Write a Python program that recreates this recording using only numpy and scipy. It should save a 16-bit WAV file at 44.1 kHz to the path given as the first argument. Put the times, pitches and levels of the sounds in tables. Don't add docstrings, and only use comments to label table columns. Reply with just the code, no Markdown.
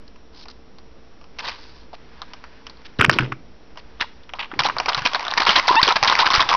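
import sys
import numpy as np
from scipy import signal
from scipy.fft import rfft, irfft
from scipy.io import wavfile

SR = 44100
rng = np.random.default_rng(int(sys.argv[2]) if len(sys.argv) > 2 else 0)


def put_to_file(sound):
    columns = np.atleast_2d(sound).T
    safe = np.clip(columns, -1, 1)
    whole_steps = np.round(safe * 32767)
    wavfile.write(sys.argv[1], SR, whole_steps.astype(np.int16))


def undo_db(level):
    steps = np.asarray(level, float) / 20
    return 10 ** steps


N = 289296


def rms_one(x):
    return x / np.sqrt(np.mean(x ** 2) + 1e-20)


def drift(rate_hz):
    r = np.exp(-2 * np.pi * rate_hz / SR)
    noise = rng.standard_normal(N + SR)
    return rms_one(signal.lfilter([1], [1, -2 * r, r * r], noise)[SR:])


def resonate(x, hz, width_hz):
    r = np.exp(-np.pi * width_hz / SR)
    zeros = [(1 - r * r) / 2, 0, (r * r - 1) / 2]
    poles = [1, -2 * r * np.cos(2 * np.pi * hz / SR), r * r]
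    return signal.lfilter(zeros, poles, x)


def body(x, modes):
    return sum((-1) ** k * undo_db(db) * resonate(x, hz, w) for k, (hz, w, db) in enumerate(modes))


def coloured(x, spectrum):
    hz, db = np.transpose(spectrum)
    f = np.fft.rfftfreq(N, 1 / SR) + 1
    gain = undo_db(np.interp(np.log(f), np.log(hz), db))
    return rms_one(irfft(rfft(x) * gain, N))


def grains(per_s, spread_db):
    sizes = undo_db(spread_db * np.minimum(rng.exponential(1, N), 4)) * rng.choice([-1, 1], N)
    return sizes * (rng.random(N) < per_s / SR) + 1e-18


def stretches(tables):
    t, rows = np.arange(N) / SR, np.concatenate(tables)
    edges = [(p[0][0] - .002, p[0][0], p[-1][0], p[-1][0] + .003) for p in tables]
    gate = sum(np.interp(t, e, [0, 1, 1, 0]) for e in edges)
    return [gate] + [np.interp(t, rows[:, 0], c) for c in rows.T[1:]]


def add(out, s, sound):
    i = round(s * SR)
    out[i:i + len(sound)] += sound[:N - i]


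def contact(ring_hz, ring_db, crack_db, crack_hz, noise, ring_s, chatter_s, broad):
    t = np.arange(len(noise)) / SR
    touch = noise + 2.5 * np.sign(noise[0]) * (t < .00008)
    chatter = touch * np.exp(-t / chatter_s)
    panel = resonate(resonate(chatter, crack_hz, 1200), crack_hz, 1200)
    crack = panel + broad * resonate(resonate(chatter, 4300, 8200), 4300, 8200)
    ring = resonate(resonate(touch * np.exp(-t / ring_s), ring_hz, 880), ring_hz, 880)
    return undo_db(ring_db) * ring / np.abs(ring).max() + undo_db(crack_db) * crack / np.abs(crack).max()


def contacts(rows, ringing, scatter_db):
    out = np.zeros(N)
    shell_hz, ring_gain_db, crack_gain_db, chatter_s, ring_s, broad = ringing
    for s, crack_db, ring_db, crack_hz in rows:
        noise = rng.standard_normal(900)
        ring_hz = shell_hz * undo_db(scatter_db * noise[-1])
        add(out, s, contact(ring_hz, ring_db + ring_gain_db, crack_db + crack_gain_db, crack_hz, noise,
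                            ring_s, chatter_s, broad))
    return out


# start in seconds, crack peak in dB, hollow ring in dB, crack in Hz.
FUMBLES = [(0.1595, -39, -44, 2560), (0.4557, -32.5, -37, 2200), (0.484, -24.5, -38, 4430),
           (0.7851, -30.5, -43, 4600), (1.2132, -36, -44, 2100), (1.2414, -35.5, -43, 2660),
           (1.3864, -26, -33, 2350), (1.3924, -13.5, -31, 2680), (1.4507, -23, -34, 1980),
           (1.4843, -15.5, -27.5, 4420), (1.494, -14.5, -27.5, 2620), (1.943, -35, -51, 2600),
           (2.2181, -17, -27.5, 3950), (2.3349, -20, -31.5, 3060), (2.4402, -27, -30.5, 1750),
           (2.6674, -21, -32.5, 3150), (2.697, -30, -39.5, 4440), (2.818, -37, -49, 1940),
           (2.861, -31, -59, 2370), (2.771, -42, -60, 4470), (2.9655, -50, -59, 4030),
           (3.7582, -42, -42, 1930), (3.7733, -27, -31.5, 3240), (3.783, -31, -55, 1810)]
DROP = [(2.9876, -26, -50, 3900), (2.9915, -16, -31, 2950), (2.9964, -12, -24, 1910),
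        (2.9997, -11, -23, 2840), (3.0099, -13, -11, 1980), (3.0158, -12, -30, 2320),
        (3.0246, -14, -28.5, 2500), (3.031, -13, -37, 2800), (3.0377, -17.5, -32, 2300),
        (3.0417, -15, -26, 2240), (3.051, -19, -24, 2650), (3.062, -15, -33, 2300),
        (3.099, -6.5, -33, 2180), (3.1051, -17, -26, 2670), (3.1131, -13, -27, 4800),
        (3.126, -18, -41, 2710), (3.131, -14, -29, 5120), (3.1438, -21, -40, 4640),
        (3.1526, -30, -42, 1970), (3.19, -14, -14, 2200), (3.195, -20.5, -27, 5000),
        (3.2072, -20, -27, 1950), (3.2145, -38, -39, 2350), (3.2234, -26, -31, 2200),
        (3.233, -25, -36, 1750), (3.252, -31, -43, 1880), (3.261, -30, -45, 1710), (3.3198, -31, -33, 1990),
        (3.3224, -21, -26, 1900), (3.327, -28, -34.5, 2110)]
PICK_UP = [(3.9988, -25, -26, 3080), (4.006, -11, -27, 3360), (4.0103, -3, -21, 1700),
           (4.022, -9, -28.5, 1700), (4.0271, -11.5, -29, 1720), (4.2345, -36, -63, 4010),
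           (4.2927, -26, -31.5, 2940), (4.3005, -32, -52, 1980), (4.336, -14, -21.5, 2800),
           (4.3472, -47, -34, 2780), (4.353, -36, -38, 4370), (4.3648, -42, -36, 4220),
           (4.387, -26, -24, 1700), (4.3945, -18, -25, 3280), (4.4, -23, -41, 2370),
           (4.4047, -21, -33, 2350), (4.4149, -25, -27, 2410), (4.4236, -26, -35, 2690),
           (4.432, -23, -29, 2410), (4.438, -30, -38.5, 2930), (4.445, -25, -45, 2530),
           (4.4566, -30, -45, 2370), (4.5151, -27.5, -21.5, 2610), (4.5387, -21.5, -24, 1700)]
LATCH = [(4.592, -1.5, -14.5, 1720), (4.603, -4.5, -18, 3490), (4.6196, -19, -21.5, 2390),
         (4.6353, -7.5, -27, 2610), (4.6474, -18, -32.5, 3360), (4.6524, -13, -19, 2930),
         (4.6607, -8.5, -21.5, 3920), (4.6661, -10, -15.5, 1860), (4.6864, -15.5, -24, 2240),
         (4.698, -24, -15.5, 1870), (4.7665, -21, -19, 1870), (4.7845, -10, -20.5, 4670),
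         (4.8002, -6, -14, 2450), (4.833, -29, -32, 1700), (4.859, -13, -24.5, 2130),
         (4.8622, -21.5, -23.5, 2130), (4.883, -15, -18, 2600), (4.8907, -8.5, -24, 4460),
         (4.8959, -13, -20, 2510), (4.9028, -26, -23.5, 2610), (4.9185, -25, -22, 1690),
         (4.9228, -18.5, -22, 4030), (4.932, -14, -30.5, 3320), (4.9465, -3, -19.5, 4020),
         (4.95, -16, -17.5, 2730), (4.968, -22, -28, 2110), (4.9785, -16.5, -26.5, 2480),
         (4.9828, -23, -24.5, 4650), (4.9916, -13, -24, 2480), (5.02, -17, -25.5, 2710),
         (5.0444, -30, -36, 2490), (5.0538, -6, -28.5, 2600), (5.0616, -1, -20.5, 2530),
         (5.0716, -12, -21.5, 3570), (5.085, -27, -36, 4350), (5.114, -33, -37, 2200),
         (5.134, -10, -23, 3300), (5.147, -6.5, -12.5, 4150), (5.1546, -12.5, -25.5, 4300),
         (5.1562, -26, -19.5, 4350), (5.1951, -13, -23.5, 2000), (5.207, -22, -25.5, 1790),
         (5.2282, -21, -26, 1940), (5.251, -16.5, -29.5, 3470), (5.267, -17.5, -21, 2430),
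         (5.2814, -9.5, -21.5, 3700)]
HINGE = [(5.3127, -10, -25, 3920), (5.3225, -18, -15, 1700), (5.3378, -7, -19, 1700),
         (5.3695, -17, -18, 1700), (5.3796, -0.5, -8.5, 4570), (5.403, -6.5, -16, 1870),
         (5.42, -13.5, -13.5, 3810), (5.434, -13, -24, 4490), (5.4518, -9.5, -21, 4310),
         (5.4686, -2, -3, 2030), (5.4823, -10, -12, 2630), (5.4923, 2, -5, 2830), (5.4956, -3.5, -8, 3320),
         (5.5023, -19, -26, 3900), (5.508, -13.5, -28.5, 5080), (5.513, -16.5, -22, 2110),
         (5.5558, -8, -12, 2410), (5.5625, 1, -12, 4100), (5.5724, -6.5, -27, 2070),
         (5.5798, -11.5, -18, 4030), (5.5853, -5, -20.5, 1700), (5.5964, -2.5, -13, 1880),
         (5.6271, -18.5, -32, 1780), (5.6802, 1, -6.5, 2050), (5.685, 0, -8, 3760),
         (5.7136, -12, -23, 4200), (5.726, -22, -24, 3060), (5.754, -10, -12.5, 4800),
         (5.757, -8.5, -11, 5000), (5.8085, -32, -16, 1980), (5.8157, -5, -16, 1820),
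         (5.8309, 6, -6.5, 4520), (5.868, -8, -21, 4130), (5.8775, 2.5, -13, 2910), (5.888, -4, -15, 2740),
         (5.8976, -13, -17, 3940), (5.9064, -9, -7, 1730), (5.9113, -11, -10.5, 1780),
         (5.9237, -6.5, -17, 3810), (5.9598, -7.5, -17, 4600), (5.9665, -2.5, -9.5, 1690)]
SPRING = [(6.028, 4.5, -5, 2040), (6.0354, 1, -11, 1920), (6.047, -2, -15, 2000), (6.055, -14, -21, 1740),
          (6.0755, 3.5, -13.5, 3800), (6.0908, -15, -25, 3320), (6.0985, 2, -10, 3830),
          (6.1157, -15, -14, 2580), (6.1243, -5, -18, 1940), (6.1286, -10, -17, 1700),
          (6.134, -16, -29, 2050), (6.153, 1.5, -18, 2340), (6.165, -16, -30, 1810),
          (6.175, -15, -21, 1700), (6.185, -17, -36, 2300), (6.19, 0, -17, 1700), (6.1965, -7, -13, 3920),
          (6.2018, 1, -12, 3900), (6.2085, -17, -22, 3930), (6.2142, -9, -20, 1810),
          (6.2447, -18, -16.5, 3620), (6.2601, -12, -12, 2910), (6.267, -14, -8, 3980),
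          (6.274, -7.5, -15, 3040), (6.2863, -14, -18, 2090), (6.3035, -1.5, -23, 3570),
          (6.3116, -9, -16, 2130), (6.3176, -11, -17, 1700), (6.324, -9, -21, 1920),
          (6.3347, -8, -18, 4150), (6.34, -1, -13.5, 1830), (6.3505, 0, -20, 4700), (6.3592, -1, -11, 2250),
          (6.3744, -17, -12.5, 2170), (6.382, -16, -21.5, 3470), (6.3846, -15, -17, 2050),
          (6.3947, -18, -11.5, 2200), (6.4053, 1.5, -15, 3730), (6.4165, -6, -11, 3470),
          (6.425, -10, -14, 1700), (6.4903, -2.5, -13.5, 3550), (6.497, -5.5, -26, 3550),
          (6.5016, -11, -16.5, 2070), (6.513, -8.5, -19, 2130), (6.5267, -16, -29, 2090),
          (6.5293, -7.5, -8.5, 2110), (6.5391, -5, -22, 2080), (6.5493, -8, -19, 2730)]
# ring in Hz, ring gain in dB, crack gain in dB, chatter in seconds,
# ring in seconds, broad share (ratio).
ACTION_RINGING = [
    (940, 4, 1, 0.0043, 0.011, 0.56),
    (1380, 13, 2, 0.0021, 0.0037, 0.35),
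    (1050, 0.5, -2, 0.0031, 0.0086, 0.23),
    (940, 7.5, 3, 0.0029, 0.0069, 0.54),
    (1100, 4, 2, 0.0026, 0.0054, 0.54),
    (1090, 5.5, 2.5, 0.0021, 0.0048, 0.6),
]


def clicks():
    actions = [FUMBLES, DROP, PICK_UP, LATCH, HINGE, SPRING]
    scatters_db = [1.43, .1, 1.43, 1.43, 1.43, 1.43]
    return sum(contacts(*action) for action in zip(actions, ACTION_RINGING, scatters_db))


# start in seconds, crack peak in dB, hollow ring in dB, crack in Hz.
SNAPS = [
    (3.0136, 2, -9.5, 2400),
    (3.0457, -12, 2.5, 2620),
    (3.0494, 3, -4, 2370),
    (3.0955, -17, 3.5, 2380),
    (3.187, 1, -4.5, 2254),
    (5.492, -0.5, -5.5, 2830),
    (5.5624, -4.5, -26, 3750),
    (5.829, -1, -13.5, 4250),
    (3.0972, -13.5, 4.5, 2380),
    (5.8313, -3, -12, 3300),
]
# ring in Hz, ring gain in dB, crack gain in dB, chatter in seconds,
# ring in seconds, broad share (ratio).
CASING_RINGING = (1370, 0, 0, .0007, .0011, .14)


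def snaps():
    return contacts(SNAPS, CASING_RINGING, .1)


# start in seconds, length in seconds, bright level in dB, hollow level in dB, swell in dB.
RUSTLES = [
    (0.32, 0.13, -48, -60, 8),
    (0.496, 0.024, -44, -56, -5),
    (1.53, 0.34, -52, -69, -5),
    (4.351, 0.032, -52, -43, -3),
    (.078, .006, -47, -70, -3),
    (5.305, .006, -29, -44, 0),
    (5.672, 0.0068, -22, -44, 0),
]
SLIDES = [
    (4.389, 0.031, -28.5, -34, -4),
    (4.422, 0.05, -39.5, -42.5, -9.5),
    (3.19, 0.14, -47, -51, -19),
]
FINGER_STROKES = [
    (1.384, 0.032, -33, -35, -3),
    (1.416, 0.078, -34, -37, 8.5),
    (1.478, 0.097, -41, -47, -11),
    (1.929, 0.026, -45.5, -47, 4),
    (2.846, 0.026, -41, -65, 2),
    (3.125, 0.027, -29.5, -47, -10),
    (3.765, 0.04, -50.5, -58, 17),
    (4.005, 0.048, -33, -35.5, -21),
]
# start in seconds, length in seconds, bright level in dB,
# hollow level in dB.
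GRINDS = [(4.589, 0.025, -20.5, -23.5), (4.642, 0.036, -23, -27), (4.884, 0.024, -24, -24),
          (4.974, 0.019, -28, -27), (5.049, 0.03, -17.5, -24), (5.143, 0.031, -30.5, -26),
          (5.374, 0.016, -19.5, -19), (5.395, 0.042, -23, -21), (5.461, 0.05, -19, -19.5),
          (5.495, 0.075, -22.5, -26), (5.553, 0.05, -17, -19), (5.682, 0.097, -27.5, -26),
          (5.824, 0.046, -21.5, -28.5), (5.873, 0.056, -21.5, -21.5), (5.956, 0.022, -20.5, -24),
          (6.027, 0.049, -27.5, -20.5), (6.072, 0.07, -21, -27), (6.186, 0.053, -19, -22),
          (6.254, 0.028, -18.5, -22), (6.307, 0.025, -26, -25.5), (6.33, 0.065, -20.5, -25),
          (6.396, 0.041, -21.5, -20.5), (6.481, 0.09, -26, -23.5)]
# frequency in Hz, level in dB per Hz.
SLIP_SPECTRUM = [(880, -15), (1500, 0), (2430, -3.5), (3760, -9), (4750, -9), (5610, -14), (6550, -8),
                 (8520, -32), (14400, -120)]
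# frequency in Hz, width in Hz, level in dB.
SHELL = [(950, 264, 3), (1230, 394, -5)]


def scrapes():
    out = np.zeros(N)
    slips = coloured(grains(3500, 2.8) * undo_db(3.2 * drift(150)), SLIP_SPECTRUM)
    hollow = rms_one(body(grains(3000, 1.8) * undo_db(2 * drift(90)), SHELL))
    grind_swell_db = -6
    grinds = [(*row, grind_swell_db) for row in GRINDS]
    kinds = [(RUSTLES, 4600, 4100, .21), (SLIDES, 2660, 2400, .03), (list(FINGER_STROKES) + grinds, 3380, 4500, 1)]
    for rows, hz, width_hz, broad in kinds:
        rung = resonate(resonate(slips, hz, width_hz), hz, width_hz) + broad * slips
        for start, length, bright_db, hollow_db, change_db in rows:
            span = slice(round(start * SR), round((start + length) * SR))
            panel = rms_one(rung[span])
            swell_db = np.linspace(-1, 1, len(panel)) * change_db
            stroke = undo_db(swell_db + bright_db) * panel + undo_db(0.3 * swell_db + hollow_db) * hollow[span]
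            out[span] += stroke * signal.windows.tukey(len(panel), .3)
    return out


# start in seconds, length in seconds, first slip rate in Hz,
# last slip rate in Hz, overtones in dB.
SQUEAKS = [
    (5.692, .018, 960, 1030, -15),
    (5.765, .023, 885, 915, 0),
    (5.7881, .009, 915, 1020, -3),
    (5.7972, .007, 1020, 1090, -14),
    (6.223, .011, 900, 1110, -14),
]
# multiple of the slip rate, level in dB.
SQUEAK_ORDERS = [(1, 1), (2, -7), (3, -7.5), (4, -10.5), (5, -25), (6, -35)]


def squeaks():
    gate, hz, overtone_db = stretches([[(s, a, db), (s + length, b, db)] for s, length, a, b, db in SQUEAKS])
    phase = 2 * np.pi * np.cumsum(hz * (1 + .007 * drift(300))) / SR
    stack = np.zeros(N)
    for k, db in SQUEAK_ORDERS:
        order_db = db + (overtone_db + 2.5 * drift(30)) * (k > 1)
        stack += undo_db(order_db) * np.sin(k * phase)
    return np.minimum(gate, 1) * undo_db(-11 + drift(120)) * stack


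def soft_knocks(rows, cycles, gain_db, softness):
    out, t = np.zeros(N), np.arange(3000) / SR
    for s, peak_db, hz in rows:
        envelope = (t * hz) ** softness * np.exp(-t * hz / cycles * 2)
        add(out, s, undo_db(peak_db + gain_db) * np.sin(2 * np.pi * hz * t) * envelope)
    return out


# start in seconds, peak in dB, pitch in Hz.
TWANGS = [(1.9305, -31.5, 870), (1.9355, -29, 695), (3.0228, -4, 1445), (4.6535, -11.5, 850),
          (4.687, -13.5, 1000), (5.3815, -14.5, 1100), (5.713, -4, 1000), (5.727, -11, 1050),
          (5.7415, -10.5, 1000), (5.7475, -10, 1050), (5.924, -15, 950), (6.1243, -8, 1050),
          (6.274, -10, 1050), (6.3035, -7, 1050), (6.312, -14, 1050), (6.351, -5.5, 1250),
          (6.395, -7.5, 1150), (6.4055, -4.5, 1050), (6.5155, -9, 1080), (6.525, -9, 1000),
          (6.5395, -5, 1020), (6.549, -5.5, 1020)]


def twangs():
    return soft_knocks(TWANGS, cycles=4.55, gain_db=3.3, softness=0.44)


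# time in seconds, rub level in dB.
PRESSURE = [(1.2, -90), (1.43, -47), (1.62, -51.5), (1.9, -62), (2.2, -53.5), (2.9, -57.5), (3.05, -60),
            (3.16, -35.5), (3.4, -74), (4.05, -54.5), (4.38, -63.5), (4.67, -43), (4.96, -38.5),
            (5.69, -32), (6.0, -35.5), (6.1, -26), (6.25, -31.5), (6.56, -35)]


def rubbing():
    gate, bright_db = stretches([PRESSURE])
    hollow_db = -61.5 + 1.193 * (bright_db + 58.5)
    surface = coloured(grains(9000, 1.2) * undo_db(1.5 * drift(40)), SLIP_SPECTRUM)
    hollow = rms_one(body(grains(2500, 1.8) * undo_db(3 * drift(40)), SHELL))
    return gate * (undo_db(bright_db) * surface + undo_db(hollow_db) * hollow)


# peak time in seconds, level in dB, fading in dB per second.
THUDS = [
    (2.992, -22, 84),
    (3.224, -32, 307),
    (3.13, -34, 77.5),
    (4.559, -37, 57.5),
    (6.41, -36.5, 194),
]
# frequency in Hz, width in Hz, level in dB.
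GRIP = [(130, 49, 7.5), (348, 10, -12), (264, 210, 6)]


def thuds():
    t, rise_db_per_s = np.arange(N) / SR, 3999
    level = sum(undo_db(db - np.maximum(rise_db_per_s * (s - t), fading * (t - s))) for s, db, fading in THUDS)
    band = signal.butter(2, [60, 500], "band", fs=SR, output="sos")
    pushes = signal.sosfilt(band, grains(900, 2.9))
    return level * rms_one(body(pushes, GRIP))


# start in seconds, peak in dB, pitch in Hz.
GRIP_KNOCKS = [(4.534, -25.5, 313), (4.88, -25, 408), (4.972, -29.5, 129), (5.015, -32, 133),
               (5.052, -25, 250), (5.485, -24, 394), (5.707, -16.5, 378), (5.754, -22, 313),
               (5.884, -15.5, 409), (6.02, -32, 113), (2.992, -16.5, 93), (3.096, -10.5, 570),
               (3.081, -16, 150), (2.99, -24, 215), (4.601, -29.5, 135), (5.4, -24, 350),
               (5.491, -25.5, 193), (5.575, -24, 303), (5.872, -17, 510), (5.957, -35.5, 201)]


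def grip_knocks():
    return soft_knocks(GRIP_KNOCKS, cycles=1.37, gain_db=12, softness=1)


# start in seconds, level in dB.
BOOMS = [
    (3.083, -16),
    (3.2, -13),
    (3.224, -16.5),
    (3.32, -24),
]
# frequency in Hz, width in Hz, level in dB.
TABLE_TOP = [(129, 13.7, 2.5), (313, 14.6, -6), (396, 27, -13.5)]


def booms():
    pushes = np.zeros(N) + 1e-18
    for s, level_db in BOOMS:
        add(pushes, s, undo_db(level_db + 23.5) * np.hanning(40))
    return body(pushes, TABLE_TOP)


# start in seconds, level in dB, length in seconds.
LOW_POPS = [
    (3.227, -16, 0.0046),
    (5.491, -27, 0.0045),
    (5.829, -15.5, 0.0026),
    (6.028, -33, 0.0066),
    (6.378, -18, 0.0076),
]


def low_pops():
    out = np.zeros(N)
    for s, level_db, length in LOW_POPS:
        add(out, s, undo_db(level_db) * np.hanning(round(length * SR)))
    return out


def room(x):
    t, t60_s, gap_s = np.arange(round(.5 * SR)) / SR, .32, .006
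    tail = rng.standard_normal(len(t)) * undo_db(-60 * t / t60_s) * (t > gap_s)
    tail = resonate(tail, 3200, 6600)
    return signal.fftconvolve(x, tail / np.sqrt(np.sum(tail ** 2)))[:N]


# frequency in Hz, level in dB per Hz.
FAN = [(20, -1.5), (35, -12), (60, -5), (95, -17), (250, -12.5), (620, -20.5), (1230, -26), (3000, -32.5),
       (5300, -36)]
FAN_TOP = [(5800, -41), (6300, -54), (6900, -72), (9000, -110)]
# frequency in Hz, level in dB rms.
HUM = [(59.5, -57), (452.2, -62), (5340, -72), (5685, -73)]


def room_tone():
    t = np.arange(N) / SR
    lines = np.zeros(N)
    for hz, db in HUM:
        lines += undo_db(db + 2.5 + 0.76 * drift(7)) * np.sin(2 * np.pi * hz * t + 0.4 * drift(8.7))
    fan = coloured(rng.standard_normal(N), list(FAN) + list(FAN_TOP))
    return undo_db(-48 + 0.31 * drift(3.8)) * fan + lines


def scene():
    toy = clicks() + scrapes() + squeaks() + twangs() + rubbing()
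    toy = toy + undo_db(-22) * room(toy)
    capsule_top = .76
    toy = capsule_top * np.tanh(toy / capsule_top) + snaps()
    toy = signal.sosfilt(signal.cheby2(10, 65, 7292, fs=SR, output="sos"), toy)
    return (toy + thuds() + grip_knocks() + booms() + low_pops() + room_tone())[None]


def low_pass(x):
    return signal.sosfilt(signal.butter(12, 15900, fs=SR, output="sos"), x)


def record(dry):
    overloaded = np.clip(dry + .0074, -1, 1)
    smooth = signal.sosfilt(signal.cheby2(12, 70, 16300, fs=SR, output="sos"), overloaded)
    return low_pass(smooth)


dry = scene()
out = record(dry)
put_to_file(out)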